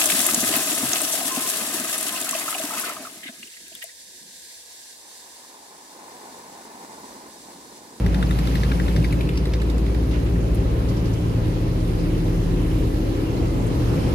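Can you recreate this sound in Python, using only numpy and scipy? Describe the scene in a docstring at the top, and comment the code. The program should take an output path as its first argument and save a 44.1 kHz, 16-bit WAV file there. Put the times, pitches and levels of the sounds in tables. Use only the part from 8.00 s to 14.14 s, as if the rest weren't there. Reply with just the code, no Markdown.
"""The main diesel of a ship drones in sines at multiples and fractions of the shaft rate, beside a jetty.
A second engine hunts in speed as one gliding tone; banded noise makes the roar of machinery and fans all round.
A one-cylinder boat engine knocks across the water: noise puffs ringing through resonances. The two-port
microphone is swung round, so the boat moves from left to right and fades behind the wheelhouse.
Narrow hums, a howl, a whistle, dull swells, a patchy wash, small ticks and gliding chirps fill the rest."""
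import sys
import numpy as np
from scipy import signal
from scipy.fft import rfft, irfft, next_fast_len
from scipy.io import wavfile

SR = 44100
rng = np.random.default_rng(int(sys.argv[2]) if len(sys.argv) > 2 else 0)


def master_out(mix):
    """Clip the mix to full scale and print it as 16-bit PCM to the path in sys.argv[1]."""
    frames = np.transpose(np.atleast_2d(mix))
    ceiling = np.clip(frames, -1, 1)
    pcm = np.round(ceiling * 32767).astype(np.int16)
    wavfile.write(sys.argv[1], SR, pcm)


N = 270774
T = np.arange(N) / SR   # time [s]
SWING_MIDDLE_S, SWING_S, SWING_REACH = 1.52, 0.26, 1.06   # the turn that carries the boat from left to right
PORT_LAG_MS = 0.464   # delay to the far port for a sound from the side


def amp(db):
    """Decibels to linear gain."""
    return 10 ** (np.asarray(db) / 20)


def rms_one(x):
    """Scale to an rms of 1."""
    return x / np.sqrt(np.mean(x ** 2) + 1e-20)


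def in_time(rows):
    """Columns of a time table joined by straight lines, one value a sample."""
    s, *columns = np.transpose(rows)
    return [np.interp(T, s, c) for c in columns]


def at_hz(points, hz):
    """All columns of a spectrum table at the given frequency, joined along log frequency."""
    f, *columns = np.transpose(points)
    return [np.interp(np.log(hz), np.log(f), c) for c in columns]


def drift(rate_hz):
    """Slow chance with spread 1: low-passed noise made at every 40th sample, then joined by lines."""
    r = np.exp(-80 * np.pi * rate_hz / SR)
    noise = rng.standard_normal(N // 40 + 2002)
    slow = signal.lfilter([1], [1, -2 * r, r * r], noise)[2000:]   # skip the filter's start
    return np.interp(np.arange(N) / 40, np.arange(len(slow)), rms_one(slow - slow.mean()))


def resonance(x, hz, width_hz):
    """Two-pole peak with gain about 1 on top."""
    r = np.exp(-np.pi * width_hz / SR)
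    poles = [1, -2 * r * np.cos(2 * np.pi * hz / SR), r * r]
    return signal.lfilter([(1 - r * r) / 2, 0, (r * r - 1) / 2], poles, x)


def tone(hz, level_db):
    """A sine of given rms level on a pitch curve, starting at a random phase."""
    cycles = np.cumsum(hz + 0 * T) / SR + rng.random()
    return np.sqrt(2) * amp(level_db) * np.sin(2 * np.pi * cycles)


def main_engine():
    """Orders with level curves, and wavering minor orders that change as the microphone turns."""
    shaft_hz = 9.42
    # three firing orders and two weaker ones among them, as multiples of the shaft rate [orders]
    traced_orders = [6, 12, 14.1, 18, 20.11]
    # wavering levels of these orders: (time [s], level of each order [dB] in five columns)
    order_levels = [(0, -19.5, -46, -32, -27, -29.5), (.45, -21.5, -42, -30.5, -36.5, -34.5),
                    (.9, -20.5, -46, -35, -34, -35), (1.3, -23, -38, -35, -30.5, -39),
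                    (1.65, -19.5, -34.5, -37, -34.5, -40), (2.3, -21.5, -28.5, -48, -33.5, -46),
                    (2.95, -25, -25.5, -46, -30.5, -35), (3.4, -33, -24, -48, -32, -50),
                    (3.8, -44, -27.5, -48, -29, -46), (4.35, -34, -28.5, -40, -28, -43),
                    (4.85, -27, -28.5, -40, -30.5, -51), (5.1, -40, -30.5, -46, -46, -43),
                    (5.55, -36, -28, -33, -31, -48), (5.85, -40, -28, -44, -35, -48),
                    (6.14, -46, -50, -44, -44, -44)]
    # minor orders left by uneven cylinders: (order, level facing the bow [dB], level after the turn [dB])
    minor_orders = [(7.54, -35, -33), (9.06, -45, -39.5), (11.07, -43, -37), (14.98, -43, -67),
                    (15.76, -48, -56), (17.18, -42.5, -50), (19.25, -34.5, -49), (21.94, -52, -45),
                    (24.06, -49, -46.5)]
    out = np.zeros(N)
    for order, level_db in zip(traced_orders, in_time(order_levels)):
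        out += tone(order * shaft_hz, level_db)
    turned = (1 + np.tanh((T - SWING_MIDDLE_S) / SWING_S)) / 2   # 0 before the turn, 1 after
    for order, bow_db, turned_db in minor_orders:
        level_db = bow_db + (turned_db - bow_db) * turned
        out += tone(order * shaft_hz, level_db + 3.56 * drift(0.85))
    return out


def second_engine():
    """One gliding firing note that comes in as the microphone clears the wheelhouse."""
    # hunting speed: (time [s], firing note [Hz], level [dB])
    hunting = [(2.05, 43.86, -46), (2.2, 43.7, -29), (2.4, 46, -29), (2.65, 41.7, -24.5), (2.95, 36.9, -36),
               (3.2, 39.94, -31), (3.6, 41.4, -24.5), (4.5, 41.5, -22.5), (5, 42.2, -24), (5.3, 44.1, -31),
               (5.45, 45.7, -24), (5.75, 45.3, -31), (5.9, 48.2, -22), (6.13, 51, -43)]
    return tone(*in_time(hunting)) * np.clip(T - 1, 0, 1)


def roar(patchy_db, lumpy_db):
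    """Third-octave noise bands arriving from ahead, from either side and from all round."""
    # centres of rumble, body, middle, edge and treble [Hz]
    centres_hz = [130, 350, 750, 3000, 11000]
    # overall spectrum: (frequency [Hz], relative density [dB per Hz])
    colour = [(26, -14), (60, -7.5), (113, -4.5), (182, -8), (225, -13.5), (301, -5), (560, -19.5),
              (681, -20.5), (1430, -33.5), (2230, -32.5), (3410, -37), (4500, -38.5), (8350, -46.5),
              (11800, -46), (15500, -53.5)]
    # directions against the diffuse part: (frequency [Hz], ahead [dB], left [dB], right [dB])
    arrivals = [(35, 32, -3, 18), (70, 4, -12, -4), (199, 8, 7.5, 6), (438, 8, 7, 3.5), (860, -13, -8, -3),
                (1800, -29, -3, -10), (4150, -13, -8, -8.5), (12000, -30, -47, -37)]
    # level curves whose changes move the five regions: (time [s], level [dB])
    rumble = [(0, 6.5), (.5, 1.5), (1.0, 4.5), (1.6, -3.5), (2.3, 0.5), (3.0, 1), (4, 1), (5.1, -3),
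              (5.5, 3), (5.8, 4), (6.14, 7)]
    body = [(0, 1), (.8, 1.5), (1.6, 3.5), (2.6, 3.5), (3.6, 3.5), (4.5, 4), (5.3, 5.5), (6.14, 5.5)]
    middle = [(0.05, -39.5), (0.95, -40.5), (1.25, -42.5), (1.8, -43.5), (2.2, -42.5), (2.8, -41),
              (3.5, -43), (4.43, -43), (5.22, -42), (5.61, -39), (6.1, -38)]
    edge = [(0.05, -49), (0.5, -44.5), (1.0, -47.5), (1.4, -49.5), (2.3, -49.5), (3.0, -48.5), (3.7, -49),
            (4.5, -48.5), (5.3, -48), (5.7, -47.5), (6.1, -45)]
    treble = [(0.05, -55.5), (0.5, -49.5), (0.96, -51.5), (1.46, -56.5), (2.36, -54.5), (2.58, -55.5),
              (4.82, -53.5), (5.27, -54.5), (6.1, -50.5)]
    curves = [in_time(rows)[0] for rows in (rumble, body, middle, edge, treble)]
    levels = np.array(curves)[:, ::64]
    steady = levels[:, levels.shape[1] // 2:].mean(axis=1)   # swells are relative to the second half
    moves = levels - steady[:, None]

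    lag = round(PORT_LAG_MS * SR / 1000)
    edges_hz = 26 * 2 ** (np.arange(29) / 3)
    white = rng.standard_normal((2, 5, N))   # neighbouring bands take turns with two sets of noise
    together, out = drift(2.1), 0
    for k, (low, high) in enumerate(zip(edges_hz, edges_hz[1:])):
        hz = np.sqrt(low * high)
        ahead, left, right, own_l, own_r = white[k % 2]
        a, l, r = amp(at_hz(arrivals, hz))
        # a sound from the side reaches the far port late
        port_l = a * ahead + l * left + r * np.roll(right, lag) + own_l
        port_r = a * ahead + l * np.roll(left, lag) + r * right + own_r
        pair = np.array([port_l, port_r]) / np.sqrt(a * a + l * l + r * r + 1)

        # blend the two nearest level curves
        place = np.interp(np.log(hz), np.log(centres_hz), np.arange(len(levels)))
        i = min(int(place), len(levels) - 2)
        swell = (i + 1 - place) * moves[i] + (place - i) * moves[i + 1]
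        patches = 0.2 * together + drift(18.0) + 0.55 * drift(2.3)
        lumps = (hz < 200) * drift(4.5)   # the rumble comes in slow lumps
        gain_db = at_hz(colour, hz)[0] + np.interp(T, T[::64], swell)
        gain_db = gain_db + patchy_db * patches + lumpy_db * lumps
        band = signal.butter(2, [low, high], "band", fs=SR, output="sos")
        out = out + amp(gain_db) * signal.sosfilt(band, pair)
    return rms_one(out)


def puff(length, rise_s, fall_s):
    """A gas puff: noise under an envelope that swells fast to 1 and dies; length in samples."""
    t = np.arange(length) / SR
    shape = (1 - np.exp(-(t / rise_s) ** 2)) * np.exp(-t / fall_s)
    return shape / shape.max() * rng.standard_normal(length)


def even_start(x):
    """Scale so that the first 10 ms have spread 1."""
    return x / x[:SR // 100].std()


def boat_bearing():
    """Direction of the boat: -1 left, 1 right, with a slight overshoot of both."""
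    return SWING_REACH * np.tanh((T - SWING_MIDDLE_S) / SWING_S)


def exhaust_blow(size, blow, scatter, echo_db, crack_db):
    """A puff, its scatter off hulls, and a one-sample crack in the blow; puffs are (rise [s], fall [s])."""
    crack_s = .0045
    gas = puff(size, *blow) + amp(echo_db) * puff(size, *scatter)
    gas[round(crack_s * SR)] += amp(crack_db)
    return gas


def knock_mid(gas, peak_hz):
    """The moving mid peak of the knock, coloured by the delay between the ports, and two fixed resonances."""
    ring = resonance(gas, peak_hz, 340) - 0.52 * resonance(gas, 1150, 300) + 0.25 * resonance(gas, 1950, 180)
    return resonance(ring, peak_hz, 3600)   # little passes far from the peak


def knock_clack(gas, clack_hz, early):
    """Bright resonances struck with other strengths by each blow."""
    scatter_db = 4.5
    # (centre [Hz], width [Hz], level early in the turn and before [dB], level later [dB])
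    clack_peaks = [(2500, 1500, -11, -7), (2780, 230, -4, -12), (3650, 270, 5, 0), (3850, 310, -2, -7),
                   (4800, 240, -4, -9), (5500, 270, -8, -11), (4800, 2300, -16, -16)]
    out = resonance(gas, clack_hz, 400)
    for hz, width_hz, early_db, later_db in clack_peaks:
        level_db = (early_db if early else later_db) + scatter_db * rng.standard_normal()
        out = out + amp(level_db) * resonance(gas, hz, width_hz)
    return resonance(out, clack_hz, 5100)


def knock_spit(gas):
    """The hissing top of the blow, from wide high resonances."""
    # (centre [Hz], width [Hz], level [dB])
    spit_peaks = [(6300, 1500, -3), (7460, 1000, 13.5), (9630, 3200, 7), (11500, 2000, -1),
                  (14000, 3500, -5)]
    return sum(amp(db) * resonance(gas, hz, width_hz) for hz, width_hz, db in spit_peaks)


def valve_tick(size, knock_s, lead_s):
    """A short ringing tick, then a brighter seating click, lost behind the wheelhouse."""
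    valve_hz, valve_width_hz, valve_db, scatter_db = 2580, 120, -47, 2.5
    seat_hz, seat_width_hz, seat_db, seat_lead_s = 3900, 1300, -4, .0135   # level against the tick
    fade_from_s, fade_db_per_s = 1.55, 33
    tick = resonance(puff(size, 0.001, 0.0033), valve_hz, valve_width_hz)
    tick = even_start(resonance(tick, valve_hz, 400))
    seat = even_start(resonance(puff(size, 0.00048, 0.001), seat_hz, seat_width_hz))
    seat = np.roll(amp(seat_db) * seat, round((lead_s - seat_lead_s) * SR))
    level_db = valve_db + scatter_db * rng.standard_normal() - fade_db_per_s * max(knock_s - fade_from_s, 0)
    return amp(level_db) * (tick + seat)


def boat(echo_db, shadows_db):
    """A valve ticks, then each firing blows a puff of gas; the far port hears it later and duller."""
    # exhaust knocks: (time [s], mid level [dB], mid peak [Hz], clack level [dB], clack centre [Hz],
    # spit level [dB]), levels over the first 10 ms
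    knocks = [(0.0615, -33.5, 1790, -39, 5000, -43), (0.1438, -33, 1560, -35, 2800, -43),
              (0.2258, -28.5, 1600, -35.5, 3300, -42), (0.308, -31.5, 1370, -37.5, 3700, -42),
              (0.3879, -34, 1720, -37, 4870, -40), (0.471, -36, 1490, -35, 3600, -44),
              (0.553, -32.5, 1860, -35, 4020, -39), (0.6338, -30, 1780, -35, 4020, -54),
              (0.7164, -28.5, 1620, -41, 3900, -52), (0.798, -29, 1850, -46, 3200, -51),
              (0.881, -33, 1820, -39, 3600, -50), (0.962, -33.5, 1860, -35, 4700, -44),
              (1.043, -30, 2050, -37, 4600, -43), (1.1247, -33.5, 2270, -40, 3100, -39),
              (1.208, -33, 2370, -40, 2950, -45), (1.2898, -34, 2400, -38, 3130, -43),
              (1.3734, -40, 2800, -34, 4930, -42), (1.454, -37, 1900, -37, 4000, -41.5),
              (1.5353, -36, 2030, -34.5, 4300, -42), (1.617, -36.5, 1800, -42.5, 4170, -43),
              (1.699, -43, 1700, -41, 4600, -43), (1.78, -45, 1800, -46, 4800, -43.5),
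              (1.863, -42, 2110, -44, 3300, -48), (1.946, -42, 1800, -47, 3800, -49),
              (2.028, -46, 1600, -59, 4400, -57)]
    crack_db, rebound_s, rebound_db = 11, .0145, -13
    valve_lead_s, clack_change_s = .0185, 1.33
    size = 3000
    parts = np.zeros((3, N))   # mid with valve, clack, spit
    for s, mid_db, mid_hz, clack_db, clack_hz, spit_db in knocks:
        dull_gas = exhaust_blow(size, (0.0025, 0.005), (0.0071, 0.019), echo_db, crack_db + 8)
        # the bright part has a puff of its own, with a small rebound after it
        bright_gas = exhaust_blow(size, (0.0034, 0.0049), (0.012, 0.015), echo_db, crack_db)
        bright_gas += amp(rebound_db) * np.roll(bright_gas, round(rebound_s * SR))
        mid = knock_mid(dull_gas, mid_hz)
        clack = knock_clack(bright_gas, clack_hz, s < clack_change_s)
        spit = knock_spit(bright_gas)
        at = round((s - .002) * SR)
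        for k, (part, level_db) in enumerate(((mid, mid_db), (clack, clack_db), (spit, spit_db))):
            parts[k, at:at + size] += amp(level_db) * even_start(part)
        at -= round(valve_lead_s * SR)
        parts[0, at:at + size] += valve_tick(size, s, valve_lead_s)

    bearing = boat_bearing()
    shadow_db = np.outer(shadows_db, bearing)   # the microphone body shades the treble most
    ports = []
    for side in (1, -1):   # left, right
        shaded = np.sum(parts * amp(-side * shadow_db), axis=0)
        ports.append(np.interp(T - side * bearing * PORT_LAG_MS / 2000, T, shaded))
    return np.array(ports)


def hum(hz, waver_hz, level_db):
    """Noise in a very narrow resonance: two tones whose sizes wander through zero."""
    first = tone(hz, level_db) * drift(waver_hz)
    second = tone(hz, level_db) * drift(waver_hz)
    return (first + second) / np.sqrt(2)


def door_hum():
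    """A wavering hum that is loudest beside the wheelhouse door."""
    hum_hz, base_db = 394, -49
    door_s, span_s, rise_db = 2.35, 2.2, 10.5
    near = np.exp(-((T - door_s) / span_s) ** 2)
    return tone(hum_hz + 1.75 * drift(3.05), base_db + rise_db * near + drift(2.3))


def duct_howl():
    """A duct howl that rises near the rail: one tone unsteady in pitch and level."""
    # (time [s], pitch [Hz], level [dB])
    howl_curve = [(3.7, 316, -55), (4.1, 318, -36), (4.6, 318, -36), (4.8, 316, -37), (5.05, 320, -31),
                  (5.3, 330, -36), (5.6, 335, -39), (5.95, 343, -34), (6.14, 345, -42)]
    hz, level_db = in_time(howl_curve)
    return tone(hz + 2.72 * drift(3.3), level_db + 1.7 * drift(3.6))


def whistle():
    """A faint fluttering high tone near the end."""
    # (time [s], pitch [Hz], level [dB])
    whistle_curve = [(5.8, 5400, -80), (5.86, 5400, -60), (5.92, 5400, -61), (5.96, 5400, -68),
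                     (6.02, 5410, -56), (6.12, 5420, -56), (6.14, 5420, -66)]
    hz, level_db = in_time(whistle_curve)
    return tone(hz + 15 * drift(20), level_db + 2.0 * drift(16))


def whines():
    """Narrow noisy whines that come and go under flat-topped swells."""
    # (middle [s], half length [s], pitch [Hz], waver [Hz], level [dB])
    whine_rows = [(1.68, .17, 970, 130, -56), (5.53, .2, 2060, 18, -57), (3.3, .5, 11700, 60, -72),
                  (4.9, .5, 11700, 60, -71), (4.1, .25, 9900, 80, -72)]
    out = np.zeros(N)
    for middle_s, half_s, hz, waver_hz, level_db in whine_rows:
        out += hum(hz, waver_hz, level_db) * np.exp(-((T - middle_s) / half_s) ** 4)
    return out


def hums():
    """Narrow hums of plating and ducts, with the howl, whines and whistle."""
    # (pitch [Hz], waver [Hz], level [dB])
    hum_rows = [(262, 2.5, -42), (300, 6, -42), (557, 1.5, -56)]
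    plating = sum(hum(*row) for row in hum_rows)
    return plating + door_hum() + whines() + duct_howl() + whistle()


def thuds():
    """Dull swells in the rumble: each is a low note under a smooth rise and fall."""
    # (start [s], peak level [dB], pitch [Hz], time to the peak [s])
    thud_rows = [(0.9615, -12, 134, 0.006), (0.9815, -9, 134, 0.006), (1.0005, -10, 125, 0.005),
                 (1.131, -16, 111, .005), (2.33, -20.5, 175, 0.015), (5.38, -22, 70, 0.072),
                 (5.78, -16, 116.5, 0.05)]
    out = np.zeros(N)
    for s, peak_db, hz, length_s in thud_rows:
        age = np.clip(T - s, 0, None) / length_s
        out += amp(peak_db) * age * np.exp(1 - age) * np.sin(2 * np.pi * hz * (T - s))
    return out


def ticks():
    """Small ticks and scuffs as puffs of uneven grains, unrelated in the two ports."""
    # four at the knocking period (2.883, 2.962, 3.05 and 3.129 s) are the boat's knocks, reflected:
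    # (start [s], peak level [dB], centre [Hz], width [Hz], left minus right [dB], fall time [s])
    tick_rows = [(2.106, -31, 3280, 2200, 0, 0.022), (2.124, -29, 1740, 1200, -3, 0.069),
                 (2.193, -38, 3500, 3000, -2, 0.008), (2.256, -31, 2000, 1300, -1, 0.028),
                 (2.4, -42, 6500, 300, -2, 0.008), (2.5452, -29, 12500, 6000, 3, 0.0005),
                 (2.548, -29, 11500, 4000, 3, 0.00099), (2.552, -34, 11500, 5000, 3, 0.0015),
                 (2.556, -29, 11000, 9000, 2, 0.00084), (2.355, -33, 1900, 400, -2, 0.004),
                 (2.883, -32, 4600, 2500, -2, 0.016), (2.962, -37, 4800, 2200, -4.5, 0.014),
                 (3.05, -36, 4720, 1600, -7, 0.022), (3.129, -36, 5500, 2500, -2, 0.012),
                 (2.891, -42, 10500, 2500, 0, 0.01), (5.257, -35.5, 2730, 300, 0, 0.018),
                 (5.364, -35, 4140, 496, 4, 0.01), (5.662, -34, 8000, 2990, 0, 0.0072)]
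    out, size = np.zeros((2, N)), 15000
    for s, peak_db, hz, width_hz, pan_db, fall_s in tick_rows:
        grains = [puff(size, min(0.0067, fall_s), fall_s) * amp(2.7 * rng.standard_normal(size))
                  for port in range(2)]
        burst = resonance(np.array(grains), hz, width_hz)
        burst = resonance(burst, hz, 2 * width_hz)
        port_db = peak_db + np.array([[pan_db / 2], [-pan_db / 2]])
        at = round(s * SR)
        out[:, at:at + size] += amp(port_db) * burst / np.abs(burst).max()
    return out


def patchy_wash():
    """Patchy grains of narrow ringing noise in the wash, unrelated in the two ports."""
    median_per_s, ring_cycles = 90, 16   # grains in each port; pitch over resonance width
    from_s, start_db, rise_db_per_s = 3.3, -58.5, 1.5   # under a one-second fade-in
    out, pitches_hz = np.zeros((2, N)), np.geomspace(650, 3000, num=14)
    born = rng.random((2, N)) < median_per_s * amp(5 * drift(3)) / SR
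    sizes = born * amp(3.1 * np.minimum(rng.exponential(1, (2, N)), 4))
    dealt = rng.integers(0, len(pitches_hz), (2, N))   # which pitch each grain gets
    for k, hz in enumerate(pitches_hz):
        out += resonance(sizes * (dealt == k) + 1e-18, hz, hz / ring_cycles) / np.sqrt(hz)
    rise = amp(start_db + rise_db_per_s * (T - from_s))
    return rms_one(out) * rise * np.clip(T - from_s, 0, 1)


def chirps():
    """Short chirps, likely birds: each is a gliding sine under a smooth arch, louder on the right."""
    # (start [s], length [s], start pitch [Hz], end pitch [Hz], level before the arch and panning [dB])
    chirp_rows = [(.186, .016, 5300, 3500, -53), (.258, .02, 5600, 3900, -48), (.57, .04, 5400, 6200, -58),
                  (1.352, .018, 5500, 4400, -50), (5.8, .06, 3100, 3200, -56), (6.0, .09, 3050, 3150, -53)]
    out = np.zeros(N)
    for s, length_s, start_hz, end_hz, level_db in chirp_rows:
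        part = np.clip((T - s) / length_s, 0, 1)
        arch = np.sqrt(np.sin(np.pi * part).clip(0))
        out += arch * tone(start_hz + (end_hz - start_hz) * part, level_db)
    return out * amp([[-3], [2]])   # left, right


def scene():
    """Engines ahead, roar all round, boat on the move."""
    ahead = main_engine() + second_engine() + hums() + thuds()   # equal in both ports
    around = amp(-24.0) * roar(patchy_db=1.08, lumpy_db=0.24)
    across = boat(echo_db=-17.0, shadows_db=[.9, 2.5, 3.5])
    return ahead + around + across + ticks() + patchy_wash() + chirps()


def record(dry):
    """The two ports differ in colour; the deepest bass and the top are cut."""
    # (frequency [Hz], left minus right [dB])
    port_balance = [(60, 0.5), (400, 1), (800, 0.5), (1450, 1), (2000, -0.5), (2900, -1), (4100, -5),
                    (5900, -6), (7500, -7), (8400, -2), (9300, 1), (11000, 0), (15000, -3)]
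    # colour that both ports share: (frequency [Hz], gain [dB])
    port_colour = [(330, 0), (400, -2), (480, 2), (590, 0), (650, -2), (800, -1.5), (1000, 1), (1300, 1),
                   (2400, -2), (2900, 0.5), (3300, -1), (7000, -2.5), (8400, -3), (9200, 1), (11500, -0.5),
                   (15200, -3.5)]
    size = next_fast_len(N + 4096)
    hz = np.arange(size // 2 + 1) * SR / size + 1   # 1 Hz up, to keep the logarithm finite
    tilt_db = at_hz(port_balance, hz)[0] / 2
    colour_db = at_hz(port_colour, hz)[0]
    gains = amp([colour_db + tilt_db, colour_db - tilt_db])
    ports = irfft(rfft(dry, size) * gains, size)[:, :N]
    bass_cut = signal.butter(5, 34, "high", fs=SR, output="sos")
    top_cut = signal.ellip(12, .5, 80, 15500, fs=SR, output="sos")
    return signal.sosfilt(top_cut, signal.sosfilt(bass_cut, ports))


dry = scene()
out = record(dry)
master_out(out)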